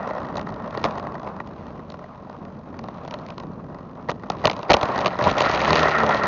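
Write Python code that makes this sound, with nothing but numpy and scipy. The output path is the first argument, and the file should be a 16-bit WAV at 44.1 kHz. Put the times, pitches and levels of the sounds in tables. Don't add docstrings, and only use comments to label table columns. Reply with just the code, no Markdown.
import sys
import numpy as np
from scipy import signal
from scipy.fft import rfft
from scipy.io import wavfile

SR = 44100
rng = np.random.default_rng(int(sys.argv[2]) if len(sys.argv) > 2 else 0)


def unload_wav(signal):
    wavfile.write(
        sys.argv[1],
        SR,
        np.round(np.clip(np.atleast_2d(signal).T, -1, 1) * 32767).astype(np.int16),
    )


N = 276507
TIME = np.arange(N) / SR

# (frequency [Hz], width [Hz], relative level [dB])
WALL_MODES = [(182.4, 280, -7), (424, 500, -6), (603, 173, 5.5), (782, 350, 0.5), (1031, 346, 2),
              (1267, 334, -7), (1685, 266, -18.5), (2530, 260, -25), (3840, 710, -34.5)]
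PANEL_MODES = [(448, 250, -13), (1338, 200, 1), (1750, 680, -11.5), (1878, 210, -2)]
SMALL_PART_MODES = [(2170, 1810, 11.5), (2600, 310, -5), (3900, 330, 4), (4160, 1400, 2), (4900, 590, -20),
                    (6360, 1100, -8.5)]
# (time [s], wall thud peak [dB], small-part tick peak [dB])
BLOWS = [(.075, -17.5, -40), (.108, -18, -56), (.1812, -18.5, -32), (.2478, -24, -41), (.3551, -18.5, -31),
         (.37, -20, -21), (.379, -16, -28), (.3935, -18, -28.5), (.4132, -24.5, -29), (.4703, -19.5, -36),
         (.4905, -21.5, -32), (.5413, -31, -35.5), (.7079, -36, -33), (.7492, -16.5, -43),
         (.7746, -13, -25), (.8409, -7.5, -8.5), (.85, -7.5, -15), (.8572, -10.5, -34), (.9094, -33, -29),
         (.9814, -17.5, -26.5), (.9972, -19.5, -26), (1.0393, -32, -43), (1.0693, -17.5, -42),
         (1.153, -21, -42), (1.1803, -25, -42), (1.2317, -24.5, -36), (1.2733, -21.5, -50),
         (1.4015, -16, -58), (1.4733, -28, -34.5), (1.6674, -30, -37), (1.7933, -29, -49),
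         (1.9013, -29, -29.5), (1.9207, -29, -32.5), (1.941, -24.5, -36), (1.991, -31, -41),
         (2.041, -27, -42), (2.2973, -25, -41), (2.3285, -30, -40), (2.4513, -30, -36), (2.7416, -26, -63),
         (2.7907, -22.5, -25.5), (2.84, -25.5, -32), (2.8852, -20.5, -34), (2.982, -28.5, -41),
         (3.0498, -23.5, -32.5), (3.0773, -22, -32), (3.0834, -31, -32), (3.11, -23.5, -26),
         (3.1401, -19, -22), (3.188, -31, -36), (3.2645, -41, -30), (3.2865, -34, -29), (3.3035, -30, -28),
         (3.3801, -23.5, -27), (3.4001, -24, -27), (3.4342, -25, -36), (3.7458, -26.5, -41),
         (3.7856, -29, -42), (4.026, -33, -41), (4.087, -15, -29), (4.0927, -7.5, -37),
         (4.0971, -17, -15.5), (4.1047, -21, -22), (4.1147, -17, -21), (4.1968, -32, -42),
         (4.235, -20.5, -41), (4.3005, -7, -14.5), (4.3185, -21.5, -26.5), (4.387, -43, -50),
         (4.4163, -28, -39), (4.4405, -12, -25), (4.4469, -6, -31), (4.4546, -0.5, -1), (4.471, -15, -6),
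         (4.476, -5, -14), (4.4981, -14, -10), (4.513, -17.5, -18), (4.5316, -25, -22.5), (4.565, -20, -30),
         (4.5912, -19.5, -31), (4.6136, -35, -33), (4.6301, -19.5, -25), (4.694, -8, -43), (4.7, 1.5, -12),
         (4.7048, 0.5, 0), (4.7107, -2.5, -8), (4.7175, -0.5, -2), (4.7333, -10, -4), (4.7395, 1.5, 0.5),
         (4.745, -4, -10.5), (4.7675, -12.5, -15.5), (4.8123, -35, -17.5), (4.8302, -6.5, -10),
         (4.887, -16.5, -19), (4.9583, -15, -20.5), (4.9785, -11, -20), (4.9894, -11, -17.5),
         (5.0106, -22, -27), (5.047, -32, -19), (5.0595, -2, -5), (5.0685, -11.5, -9.5),
         (5.0785, -14, -15.5), (5.1891, -11, -21.5), (5.2118, -11.5, -37), (5.2405, -13, -11),
         (5.2776, -8, -15), (5.29, -12, -23), (5.3005, -18, -13.5), (5.3134, -11.5, -14),
         (5.3823, -12, -11), (5.4057, -4, -6), (5.4167, -9.5, -13), (5.4228, -13, -11), (5.448, -23, -24),
         (5.4622, -9, -15), (5.4957, -8, -13.5), (5.5141, -16, -14), (5.5376, -13.5, -16),
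         (5.5482, -17, -13), (5.5936, -15.5, -21), (5.6161, -11.5, -13), (5.6474, -12, -11.5),
         (5.6769, -5, -16.5), (5.7054, -2, -10), (5.7302, -3, -3.5), (5.7555, -5, -7), (5.7705, -11, -13),
         (5.7925, -12, -11), (5.805, -10, -17), (5.8302, -12, -10), (5.8552, -5.5, -21), (5.8809, -9, -20),
         (5.9848, -9, -12.5), (6.0335, -6, -19), (6.0638, -15.5, -19), (6.0918, -5.5, -17.5),
         (6.1076, -17.5, -16), (6.1463, -12, -13.5), (6.1735, -23, -21), (6.2351, -10, -14.5)]

def knocks(blows, clack_db):
    length = 2000
    ms = 1000 * np.arange(length) / SR
    chatter = rng.standard_normal((len(blows), length))
    dull = chatter * (1 - np.exp(-ms / 0.9)) * np.exp(-ms / 2.9)
    sharp = chatter * np.exp(-ms / 1.57)

    def ring(bursts, response):
        rung = signal.fftconvolve(bursts, response[None], axes=1)[:, :length]
        return rung / abs(rung).max(axis=1, keepdims=True)

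    thuds = ring(dull, impulse_response(modes=WALL_MODES))
    ticks = ring(sharp, impulse_response(modes=SMALL_PART_MODES))
    clacks = gain_of(clack_db) * ring(sharp, impulse_response(modes=PANEL_MODES))
    thumps = gain_of(-12) * ring(dull, impulse_response(RUMBLE_SPECTRUM))
    out = np.zeros(N + 2 * length)
    for (start, thud_db, tick_db), body, tick in zip(blows, thuds + clacks + thumps, ticks):
        at = round(start * SR)
        out[at:at + length] += gain_of(thud_db) * body + gain_of(tick_db) * tick
    return out[:N]


def light_taps(turns, buzz_db, chance=.65, jitter_s=.003):
    at = np.flatnonzero(np.diff(np.floor(turns)))
    struck = rng.random(len(at)) < chance
    jitter, thud_spread_db, tick_spread_db = rng.standard_normal((len(at), 3)).T
    starts = abs(TIME[at] + jitter_s * jitter)
    thud_db = buzz_db[at] + 8 + thud_spread_db
    tick_db = -23.5 + 1.16 * (buzz_db[at] + 20) + tick_spread_db
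    return knocks(np.transpose([starts, thud_db, tick_db])[struck], clack_db=-14.5)


# (time [s], wall buzz [dB], small-part fizz [dB], rumble [dB])
RIDE_LEVELS = [(0, -29.5, -67, -33.5), (.5, -34.5, -77, -33.5), (.85, -31, -51.5, -32.5),
               (1.2, -34.5, -80, -37), (1.6, -42.5, -64, -37), (2.1, -43, -68, -41.5),
               (2.65, -44.5, -69, -38.5), (3.1, -38.5, -61.5, -38.5), (3.45, -41, -70.5, -36.5),
               (3.7, -44, -73, -37.5), (4.2, -42.5, -69.5, -37.5), (4.47, -32.5, -52.5, -32.5),
               (4.64, -39.5, -57, -37), (4.78, -25, -47, -38.5), (5.04, -24, -44, -32.5),
               (5.16, -31.5, -54, -37.5), (5.27, -16.5, -34, -27), (5.35, -24.5, -42, -40),
               (5.42, -21.5, -34.5, -36), (5.68, -22, -36, -33), (5.8, -21, -30, -35),
               (5.98, -22.5, -39.5, -41), (6.27, -21.5, -41, -35)]
# (time [s], level [dB])
PANEL_LEVELS = [(0, -39.5), (.25, -47), (.5, -48.5), (.85, -46), (1.2, -67), (1.5, -68), (2.7, -67),
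                (4.05, -66), (4.5, -52), (4.65, -61), (4.85, -34.5), (5.15, -39), (5.4, -28), (5.75, -24.5),
                (5.88, -20), (6.27, -25.5)]

def housing_buzz(turns, buzz_db, fizz_db, panel_db):
    beat = 0.65 + 0.31 * np.exp(-(turns % 1) / 0.11) + 0.12 * np.exp(-(turns % 2) / 0.12)
    rub, fizz, shiver = (
        unit_rms(beat * gain_of(2.62 * wander(per_s=40)) * rng.standard_normal(N)) for _ in range(3))
    sizes = gain_of(2.6 * np.minimum(rng.exponential(1, N), 4))
    ticks_per_s = 450 * beat ** 2
    hits = sizes * (rng.random(N) < ticks_per_s / SR)
    tick_envelope = through(hits, np.exp(-np.arange(200) / 20))
    ticks = unit_rms(tick_envelope * rng.standard_normal(N))
    walls = through(gain_of(buzz_db) * (rub + 0.18 * ticks), impulse_response(modes=WALL_MODES))
    rattle = gain_of(fizz_db) * (0.93 * fizz + 1.31 * ticks)
    small_parts = through(rattle, impulse_response(modes=SMALL_PART_MODES))
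    panel = through(gain_of(panel_db) * shiver, impulse_response(modes=PANEL_MODES))
    return walls + small_parts + panel


# (time [s], crank speed [turns/s], hum level [dB])
CRANK = [(0, 66, -51), (.84, 43, -56), (1.4, 40.6, -56), (4, 48.4, -54), (5.1, 46.7, -69), (5.2, 41.8, -46),
         (5.298, 47.9, -35), (5.392, 57.4, -45), (5.598, 60.5, -37), (5.666, 71.9, -37.5),
         (5.72, 80.1, -28.5), (5.884, 78.8, -36.5), (5.96, 76.5, -39), (6.04, 73, -35), (6.13, 70, -39.5),
         (6.27, 68, -40)]
# (multiple of crank speed [ratio], level against the hum [dB])
ENGINE_ORDERS = [(1, -6.5), (2, 1.5), (2.5, -10), (3, 2), (3.5, -13), (4, -3.5), (5, -2), (6, -5)]
# (frequency [Hz], gain [dB])
FRAME_RESPONSE = [(40, 3.5), (80, 1.5), (125, -6.5), (160, 1.5), (190, -2), (222, 5.5), (242, -9),
                  (300, -1.5), (500, 6)]

def engine(speed, turns, hum_db):
    frame_hz, frame_db = np.transpose(FRAME_RESPONSE)
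    hum = np.zeros(N)
    for order, order_db in ENGINE_ORDERS:
        path_db = np.interp(np.log(order * speed), np.log(frame_hz), frame_db)
        level = gain_of(hum_db + order_db + path_db + wander(per_s=11))
        hum += np.sqrt(2) * level * np.sin(2 * np.pi * (order * turns + rng.random()))
    return hum


# (frequency [Hz], relative spectral density [dB])
RUMBLE_SPECTRUM = [(12, -49.5), (20, -25.5), (174, 1.5), (232, 1), (333, -7.5), (450, -8.5), (580, -11.5),
                   (990, -120)]

def rumble(level_db, gust_db=1.5):
    level = gain_of(level_db + gust_db * wander(per_s=14))
    return level * through(rng.standard_normal(N), impulse_response(RUMBLE_SPECTRUM))


def gain_of(db):
    return 10 ** (np.asarray(db) / 20)


def unit_rms(x):
    return x / np.sqrt(np.mean(x ** 2) + 1e-20)


def curves(rows):
    times, *columns = np.transpose(rows)
    return [np.interp(TIME, times, column) for column in columns]


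def impulse_response(spectrum=None, modes=None):
    hz = abs(np.fft.fftfreq(8192, 1 / SR)) + 1
    if modes:
        power = sum(gain_of(db) ** 2 / (1 + ((hz - f ** 2 / hz) / width) ** 2) ** 2
                    for f, width, db in modes)
        log_gain = np.log(power) / 2
    else:
        f, db = np.transpose(spectrum)
        log_gain = np.log(gain_of(np.interp(np.log(hz), np.log(f), db)))
    response = np.fft.ifft(np.exp(np.conj(signal.hilbert(log_gain)))).real[:4096]
    return response / np.linalg.norm(response)


def through(x, response):
    return signal.oaconvolve(x, response)[:len(x)]


def lowpass(x, hz):
    return signal.oaconvolve(x, signal.firwin(511, hz, window=("kaiser", 9), fs=SR)[None], "same")


def wander(per_s):
    count = int(N / SR * per_s) + 2
    return unit_rms(np.interp(TIME, np.arange(count) / per_s, rng.standard_normal(count)))


def scene():
    speed, hum_db = curves(CRANK)
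    buzz_db, fizz_db, rumble_db = curves(RIDE_LEVELS)
    panel_db, = curves(PANEL_LEVELS)
    turns = np.cumsum(speed) / SR + .3
    hum = engine(speed, turns, hum_db)
    buzz = housing_buzz(turns, buzz_db, fizz_db, panel_db)
    return (hum + buzz + rumble(rumble_db) + knocks(BLOWS, clack_db=-8) + light_taps(turns, buzz_db))[None]


# (frequency [Hz], relative gain [dB])
MIC_RESPONSE = [(20, -12.5), (60, -1), (150, -3.5), (6000, -2), (6600, -5.5), (7000, -11), (7600, -30)]

def record(dry, hiss_db=-69, soft_limit=.95, hard_limit=.71):
    colour = impulse_response(MIC_RESPONSE)
    noisy = dry[0] + gain_of(hiss_db) * rng.standard_normal(N)
    squashed = soft_limit * np.tanh(noisy / soft_limit)
    coloured = through(squashed, colour / abs(rfft(colour)).max())[None]
    clipped = np.clip(lowpass(coloured, hz=7569), -hard_limit, hard_limit)
    return lowpass(clipped, hz=15500)


dry = scene()
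out = record(dry)
unload_wav(out)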